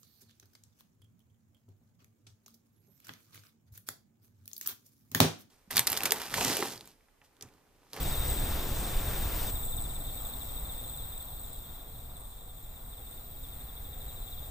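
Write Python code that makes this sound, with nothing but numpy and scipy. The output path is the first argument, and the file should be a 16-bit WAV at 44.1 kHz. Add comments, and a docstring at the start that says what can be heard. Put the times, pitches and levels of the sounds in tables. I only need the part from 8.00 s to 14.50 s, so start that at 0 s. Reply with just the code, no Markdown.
"""Wind on a grassy hillside rumbles on the microphone: low-passed noise in gusts, nearly alike on both sides.
A bush cricket buzzes very high, other insects rattle in trills, and near and distant singers chirp downwards:
ringing wings and sliding whistles, scattered by diffuse tails. For a second and a half tall grass hisses close by;
then the view is an open meadow with the soft rush of distant woods, both made of fluttering bands of noise."""
import sys
import numpy as np
from scipy import signal
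from scipy.fft import rfft, irfft
from scipy.io import wavfile
from scipy.ndimage import uniform_filter1d

SR = 44100
rng = np.random.default_rng(int(sys.argv[2]) if len(sys.argv) > 2 else 0)


def waveform_to_disk(signal):
    """Save audio, clipped to [-1, 1], as 16-bit WAV at the path in sys.argv[1]."""
    frames = np.transpose(np.atleast_2d(signal))
    scaled = np.clip(frames, -1, 1) * 32767
    samples = np.round(scaled).astype(np.int16)
    wavfile.write(sys.argv[1], SR, samples)


N = 286650
TIME = np.arange(N) / SR
# source levels in dB, before the overall level curve
WIND_DB, GRASS_DB, WOODS_DB = -33, -44, -47.5
BUZZ_DB, SIZZLE_DB = -39.1, -49.6
NEAR_TRILL_DB, STEADY_TRILL_DB, FAR_TRILL_DB = -40.8, -46.2, -44.2
NEAR_CHIRP_DB, CHORUS_DB = -40.1, -47.9


def wind():
    """Eddies press on both sides of the microphone nearly alike, more strongly in the tall grass."""
    # rumble spectrum: (frequency [Hz], level [dB])
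    rumble = [(8, -8), (20, 2.5), (32, 0), (58, -2), (75, -7), (100, -9.5), (150, -14.5), (210, -27.5),
              (400, -39), (1000, -65)]
    # rises and dips around the steady wind: (time [s], half length [s], level [dB])
    gusts = [(0.22, 0.054, 1.5), (0.44, 0.032, 1.5), (0.72, 0.019, 6), (0.98, 0.044, 3), (1.25, 0.045, 0.5),
             (2.6, 0.1, 3), (3.03, 0.074, 1), (3.39, 0.053, 1.5), (3.8, 0.036, -2.5), (4.12, .12, 1),
             (4.85, 0.21, 1), (6.28, 0.066, 0)]
    # broad, slow dips in wind level: (time [s], half length [s], depth [dB])
    slow_dips = [(2.5, .6, 2), (5.1, .4, 1.5)]
    eddies = unit(colour(rng.standard_normal(N), rumble))
    # even out each passing group of eddies, so that the gust sets its strength
    eddies /= np.sqrt(uniform_filter1d(eddies ** 2, size=SR // 5))
    apart = unit(colour(rng.standard_normal((2, N)), rumble))
    exposed_db = 0.6 * in_grass()
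    waver_db = 1 * walk(5.09)
    gust_db = humps(gusts) - humps(slow_dips) + exposed_db + waver_db
    return (eddies + undb(-18.5) * apart) * undb(WIND_DB + gust_db)


def bush_cricket():
    """A very steady buzz, rung by a small stiff wing and scattered by the stems around it."""
    # wing resonance: (frequency [Hz], level [dB])
    wing = [(10000, -45), (12500, -25), (13250, -14), (13500, -3), (14200, -2), (14400, 0), (15030, 0),
            (15170, -15), (16000, -36)]
    # the buzz softens now and then: (time [s], half length [s], depth [dB])
    lulls = [(0.08, 0.13, 1.5), (0.8, 0.35, 4), (1.95, 0.18, 5), (4.3, 0.55, 3.5)]
    strokes = wing_strokes(rate=120, hz=14730, wobble=.001, uneven_db=.4, grit_db=-4)
    song = scatter(colour(strokes, wing), t60=0.04, wet_db=-7.5)
    return place(unit(song), pan_db=2.7, lag_ms=-0.0077) * undb(BUZZ_DB - humps(lulls))


def wing_strokes(rate, hz, wobble, uneven_db, grit_db):
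    """Each stroke drags a file over a scraper: the wing rings in a short strong burst, then in weaker ones."""
    # bursts within one stroke: (position [share of the stroke], level [dB])
    bursts = [(.25, -1), (.35, -.5), (.52, -5), (.75, -9)]
    burst_share, rest_db = .047, -17  # burst width [share of the stroke], scrape between bursts [dB]
    spread_hz, teeth_per_s = 240, 1100  # how the ring wavers from tooth to tooth
    cycles = stroke_cycles(rate, wobble)
    push = undb(rest_db)
    for at, db in bursts:
        push = push + undb(db) * np.exp(-((cycles % 1 - at) / burst_share) ** 2 / 2)
    size = undb(uneven_db * rng.standard_normal(N // 100))[cycles.astype(int)]
    pitch = hz + spread_hz * walk(teeth_per_s)
    ring = np.sin(2 * np.pi * np.cumsum(pitch) / SR)
    return push * size * (ring + undb(grit_db) * rng.standard_normal(N))


def stroke_cycles(rate, wobble):
    """Running count of wing strokes at a wavering pace; the fraction is the place within a stroke."""
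    return np.cumsum(rate * (1 + wobble * walk(12))) / SR + rng.random()


def trills():
    """The nearest singer rattles in bouts; a second, lower one sings on; five more waver further away."""
    # wing resonance of the two closer singers: (frequency [Hz], level [dB])
    wing = [(6800, -22), (7900, 21), (8350, -10.5), (8700, 11), (8950, -23), (10000, -24)]
    # wing resonance of the far singers: (frequency [Hz], level [dB])
    far_wing = [(5500, -27), (6700, -5.5), (7400, -5.5), (7900, -2), (8350, 6), (8650, 6.5), (8950, -15),
                (9300, -61), (10000, -28)]
    # short dips in the closer trills; at the last two only the steady one sings:
    # (time [s], half length [s], depth [dB])
    short_dips = [(3.26, 0.026, 7), (3.82, 0.11, 13), (5.72, 0.074, 18)]

    near = rattle(rate=104.2, hz=8290, wobble=0.015, uneven_db=2.0, spread=.012, grit_db=-12)
    near = near * undb(1.5 * walk(14))
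    near = unit(scatter(colour(near, wing), t60=0.033, wet_db=-15))
    near = place(near, pan_db=2.4, lag_ms=0.18) * trill_bouts()

    steady = rattle(rate=102.8, hz=7930, wobble=.012, uneven_db=1.5, spread=.01, grit_db=-12)
    steady = steady * undb(1.8 * walk(14))
    steady = unit(scatter(colour(steady, wing), t60=0.034, wet_db=-9))
    steady = place(steady, pan_db=0, lag_ms=0.18)

    far = np.zeros(N)
    for hz in np.linspace(7250, 8400, 5):
        rate = 102 * rng.uniform(.85, 1.15)
        singer = rattle(rate, hz=hz, wobble=.03, uneven_db=2.5, spread=.02, grit_db=0)
        far += singer * undb(2.5 * walk(12))
    far = unit(colour(scatter(far, t60=.06, wet_db=-2), far_wing))
    far = place(far, pan_db=3.8, lag_ms=0.16)

    close = near * undb(NEAR_TRILL_DB) + steady * undb(STEADY_TRILL_DB)
    return close * undb(-humps(short_dips)) + far * undb(FAR_TRILL_DB)


def trill_bouts():
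    """1 while the near singer rattles, 0 between bouts, with a slow attack and a quicker release."""
    # bouts: (start [s], end [s])
    bouts = [(-.3, 0.45), (1.55, 3.57)]
    attack_s, release_s = .3, 0.064
    singing = np.zeros(N)
    for start, end in bouts:
        edge = np.minimum((TIME - start) / attack_s, (end - TIME) / release_s)
        singing += np.clip(edge + .5, 0, 1)
    return singing


def rattle(rate, hz, wobble, uneven_db, spread, grit_db):
    """Each wing stroke rings briefly and slides down in pitch as the file slows on the scraper."""
    stroke_s, fall_hz_per_s = .0018, 128000  # half length and slide of one stroke
    cycles = stroke_cycles(rate, wobble)
    size, detune = rng.standard_normal((N // 100, 2))[cycles.astype(int)].T
    t = (cycles % 1 - .5) / rate  # seconds from the middle of the stroke
    pitch = hz * (1 + spread * detune) - fall_hz_per_s * t
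    tone = np.sin(2 * np.pi * np.cumsum(pitch) / SR)
    grit = rng.standard_normal(N)
    return np.exp(-(t / stroke_s) ** 2 / 2) * undb(uneven_db * size) * (tone + undb(grit_db) * grit)


def chirpers():
    """Near singers chirp in evenly paced runs in front of a crowd of faint ones of the same kind."""
    # near runs, steady or hurried: (start [s], length [s], pace [chirps/s], pitch [Hz], strength [dB])
    runs = [(0.061, .36, 12.3, 3690, .5), (0.12, .18, 17, 3820, -1.5), (0.463, .15, 15, 3580, -3),
            (0.85, .17, 21.5, 3570, -2.5), (1.08, .52, 12.4, 3590, -1.5), (1.637, .06, 20.7, 3590, -2.5),
            (1.733, .07, 19, 3600, 2.5), (1.858, .12, 19.5, 3600, -1), (2.053, .07, 23, 3590, -.5),
            (2.178, .52, 12.5, 3610, 1.5), (2.701, .37, 20.4, 3590, 1.5), (3.128, .2, 12.3, 3590, .5),
            (3.372, .2, 12.9, 3590, -4), (3.643, .18, 17.9, 3620, -3), (4.17, .54, 12.1, 3560, -2.5),
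            (4.77, .02, 12, 3600, -2), (4.934, .07, 20, 3580, -1.5), (5.075, .14, 18.8, 3590, -.5),
            (5.448, .77, 12.25, 3590, .3), (5.93, .2, 12.5, 3760, -3.5), (6.09, .26, 13, 3880, -3.5),
            (6.228, .25, 18.4, 3590, 0)]
    # level of the distant crowd: dips (time [s], half length [s], depth [dB])
    crowd_dips = [(1.5, 0.73, 4), (5.2, 0.99, 3)]
    near = sum(chirp_run(*run) for run in runs)
    near = place(scatter(near, t60=0.21, wet_db=-12.5), pan_db=2.0, lag_ms=0.081)
    crowd = sum(distant_singer(hz) for hz in np.linspace(3300, 4100, 13))
    crowd = place(unit(scatter(crowd, t60=0.25, wet_db=-1.5)), pan_db=0, lag_ms=.07)
    return near * undb(NEAR_CHIRP_DB) + crowd * undb(CHORUS_DB - humps(crowd_dips))


def chirp_run(start, length, rate, hz, db):
    """One near singer repeats its chirp at an even pace, each a little louder or softer."""
    beats = start + np.arange(0, length, 1 / rate)
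    rows = [(s, db + 1 * rng.standard_normal()) for s in beats]  # 1 dB scatter
    return chirp_train(rows, hz=hz, spread=0.009, fall_hz_per_s=15000, rise=.008, decay=0.0062)


def distant_singer(hz):
    """An unbroken run of chirps loosely keeping one pace, some carrying further than others."""
    # how loud the crowd is at each pitch: (pitch [Hz], relative level [dB])
    loudness = [(3300, -4), (3420, -2), (3550, 0), (3780, 1), (3920, -1.5), (4100, -4)]
    period = 1 / rng.uniform(12, 20)  # 12 to 20 chirps per second
    beats = np.arange(period * rng.random(), N / SR, period)
    late, strength = rng.standard_normal((200, 2))[:len(beats)].T
    rows = list(zip(beats + .1 * period * late, 2 * strength))  # 2 dB scatter
    song = chirp_train(rows, hz=hz, spread=.018, fall_hz_per_s=16100, rise=0.009, decay=0.0065)
    return song * undb(along(loudness, hz))


def chirp_train(rows, hz, spread, fall_hz_per_s, rise, decay):
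    """Whistles sliding down in pitch, ending quicker than they swell, each with its own slide and length."""
    length_spread, slide_spread = .15, .2  # from chirp to chirp, as shares
    t = np.arange(-SR // 32, SR // 32) / SR
    width = np.where(t < 0, rise, decay)
    out = np.zeros(N + 2 * len(t))
    for (s, db), (detune, turn, slide, stretch) in zip(rows, rng.standard_normal((len(rows), 4))):
        shape = np.exp(-(t / (width * np.exp(length_spread * stretch))) ** 2 / 2)
        pitch = hz * (1 + spread * detune)
        fall = fall_hz_per_s * (1 + slide_spread * slide)
        phase = pitch * t - fall * t ** 2 / 2 + turn  # in turns
        start = int(np.clip(s * SR, 0, N))
        out[start:start + len(t)] += undb(db) * shape * np.sin(2 * np.pi * phase)
    return out[len(t) // 2:][:N]


def plants():
    """Brushing blades of tall grass close by give way to the rush of woods across the meadow."""
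    # spectra: (frequency [Hz], level [dB])
    grass_spectrum = [(90, -9), (200, 4.5), (300, 4), (450, 1.1), (700, 1.1), (1200, -3.5), (2000, -7.5),
                      (3000, -9.5), (5000, -11.5), (7000, -14), (9500, -16), (12000, -16.5), (16000, -24)]
    woods_spectrum = [(90, -11), (200, -1.5), (265, 1.5), (350, -5), (500, -0.4), (580, -3.5), (720, 0.5),
                      (1000, -5), (1230, -5), (1550, -10), (2200, -12), (3000, -15.5), (5000, -17.5),
                      (6500, -23.5), (10000, -24), (16000, -38)]
    # likeness of left and right: (frequency [Hz], correlation [-])
    grass_likeness = [(200, 0.86), (700, 0.84), (2000, 0.66), (4000, 0.33), (6000, 1), (12000, 0.67)]
    woods_likeness = [(200, 0.93), (700, 0.95), (1200, 1), (2000, 0.14), (6000, 0.72)]
    close = in_grass()
    grass = foliage(grass_spectrum, grass_likeness, flutter_db=1.08, flutter_rate=14.3)
    grass = place(grass, pan_db=2.0, lag_ms=0)
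    woods = foliage(woods_spectrum, woods_likeness, flutter_db=1.17, flutter_rate=9)
    woods = place(woods, pan_db=0.0, lag_ms=.16)
    return grass * close * undb(GRASS_DB) + woods * (1 - close) * undb(WOODS_DB)


def foliage(spectrum, likeness, flutter_db, flutter_rate):
    """Countless brushing leaves: shaped stereo noise in octave bands that each flutter on their own."""
    hz = np.fft.rfftfreq(N, 1 / SR)
    alike = np.clip(along(likeness, hz), 0, 1)
    mid, side = rfft(rng.standard_normal((2, N)))
    shared = mid * np.sqrt(1 + alike)
    opposed = np.array([[1], [-1]]) * side * np.sqrt(1 - alike)
    pair = (shared + opposed) * undb(along(spectrum, hz))
    # rms 1 in the middle range, before the flutter
    pair /= np.std(irfft(pair * ((hz > 400) & (hz < 1500)), N))
    octave = np.log2((hz + 1) / 125)
    out = np.zeros((2, N))
    for k in range(8):
        band = irfft(pair * np.maximum(1 - abs(octave - k), 0), N)
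        out += band * undb(flutter_db * walk(flutter_rate))
    return out


def in_grass():
    """1 while the tall grass is close, 0 once the view is the meadow, with a 17 ms crossing."""
    return np.clip((1.51 - TIME) / 0.017 + .5, 0, 1)


def far_crickets():
    """Further bush crickets, each at its own pace and a lower pitch, blur into a sizzle from all sides."""
    # wing resonance: (frequency [Hz], level [dB])
    wing = [(10000, -40), (11900, -14), (12350, -2), (13000, 0), (13230, -7), (13500, -1), (15000, -2),
            (15200, -20), (16000, -40)]
    # singers: (pitch [Hz], pace [strokes/s], relative strength [dB])
    crickets = [(12520, 92, 0), (12950, 134, 1), (13650, 109, -1.5), (14100, 142, -1)]
    singers = np.zeros(N)
    for hz, rate, db in crickets:
        strokes = wing_strokes(rate, hz=hz, wobble=0.056, uneven_db=4.0, grit_db=-2)
        singers += strokes * undb(db + 2.9 * walk(7.7))
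    return unit(scatter(colour(singers, wing), t60=0.14, wet_db=11)) * undb(SIZZLE_DB)


def scatter(x, t60, wet_db):
    """Stems and slopes add a diffuse tail, different on each side."""
    t = TIME[:SR // 2]
    tail = rng.standard_normal((2, len(t))) * np.exp(-np.log(1000) * t / t60)
    tail /= np.sqrt(np.sum(tail ** 2, axis=1, keepdims=True))
    return x + undb(wet_db) * signal.fftconvolve(x[None], tail, axes=1)[:, :N]


def place(pair, pan_db, lag_ms):
    """Direction: positive values make the left louder by pan_db and later by lag_ms."""
    left = delay(pair[0], lag_ms / 1000) * undb(pan_db / 2)
    right = pair[1] * undb(-pan_db / 2)
    return np.array([left, right])


def delay(x, seconds):
    """Shift a sound in time by turning the phase of its spectrum."""
    return irfft(rfft(x) * np.exp(-2j * np.pi * np.fft.rfftfreq(N, 1 / SR) * seconds), N)


def colour(x, points):
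    """Filter by a spectrum of (frequency [Hz], level [dB]) points."""
    return irfft(rfft(x) * undb(along(points, np.fft.rfftfreq(N, 1 / SR))), N)


def along(points, hz):
    """Read (frequency [Hz], value) points on a log-frequency axis."""
    f, value = np.transpose(points)
    return np.interp(np.log(hz + 1), np.log(f), value)


def walk(rate):
    """Random levels held 1 / rate s and smoothed twice; rms 1."""
    k = max(int(SR / rate), 1)
    held = np.repeat(rng.standard_normal(N // k + 2), k)[rng.integers(k):][:N]
    return unit(uniform_filter1d(uniform_filter1d(held, k), k))


def humps(rows):
    """Smooth bell-shaped humps from rows of (time [s], half length [s], height [dB])."""
    return sum(db * np.exp(-((TIME - s) / half) ** 2) for s, half, db in rows)


def curve(rows):
    """Rows of (time [s], value) as a value for each sample."""
    return np.interp(TIME, *np.transpose(rows))


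def unit(x):
    """Scale to rms 1."""
    return x / np.sqrt(np.mean(x ** 2))


def undb(db):
    """Decibels to gain."""
    return 10 ** (np.asarray(db) / 20)


def scene():
    """The whole sound fades slowly and comes back a little."""
    # overall level: (time [s], level [dB])
    overall_level = [(0, -0.5), (1.45, -1), (1.7, -3.5), (3.0, -8), (4.45, -13.5), (5.4, -11), (6.5, -9.5)]
    insects = bush_cricket() + trills() + chirpers() + far_crickets()
    return (wind() + insects + plants()) * undb(curve(overall_level))


def record(dry):
    """A steep low-pass at 15350 Hz leaves out the very top."""
    low_pass = signal.ellip(10, .1, 80, 15350, fs=SR, output="sos")
    return signal.sosfilt(low_pass, dry)


dry = scene()
out = record(dry)
waveform_to_disk(out)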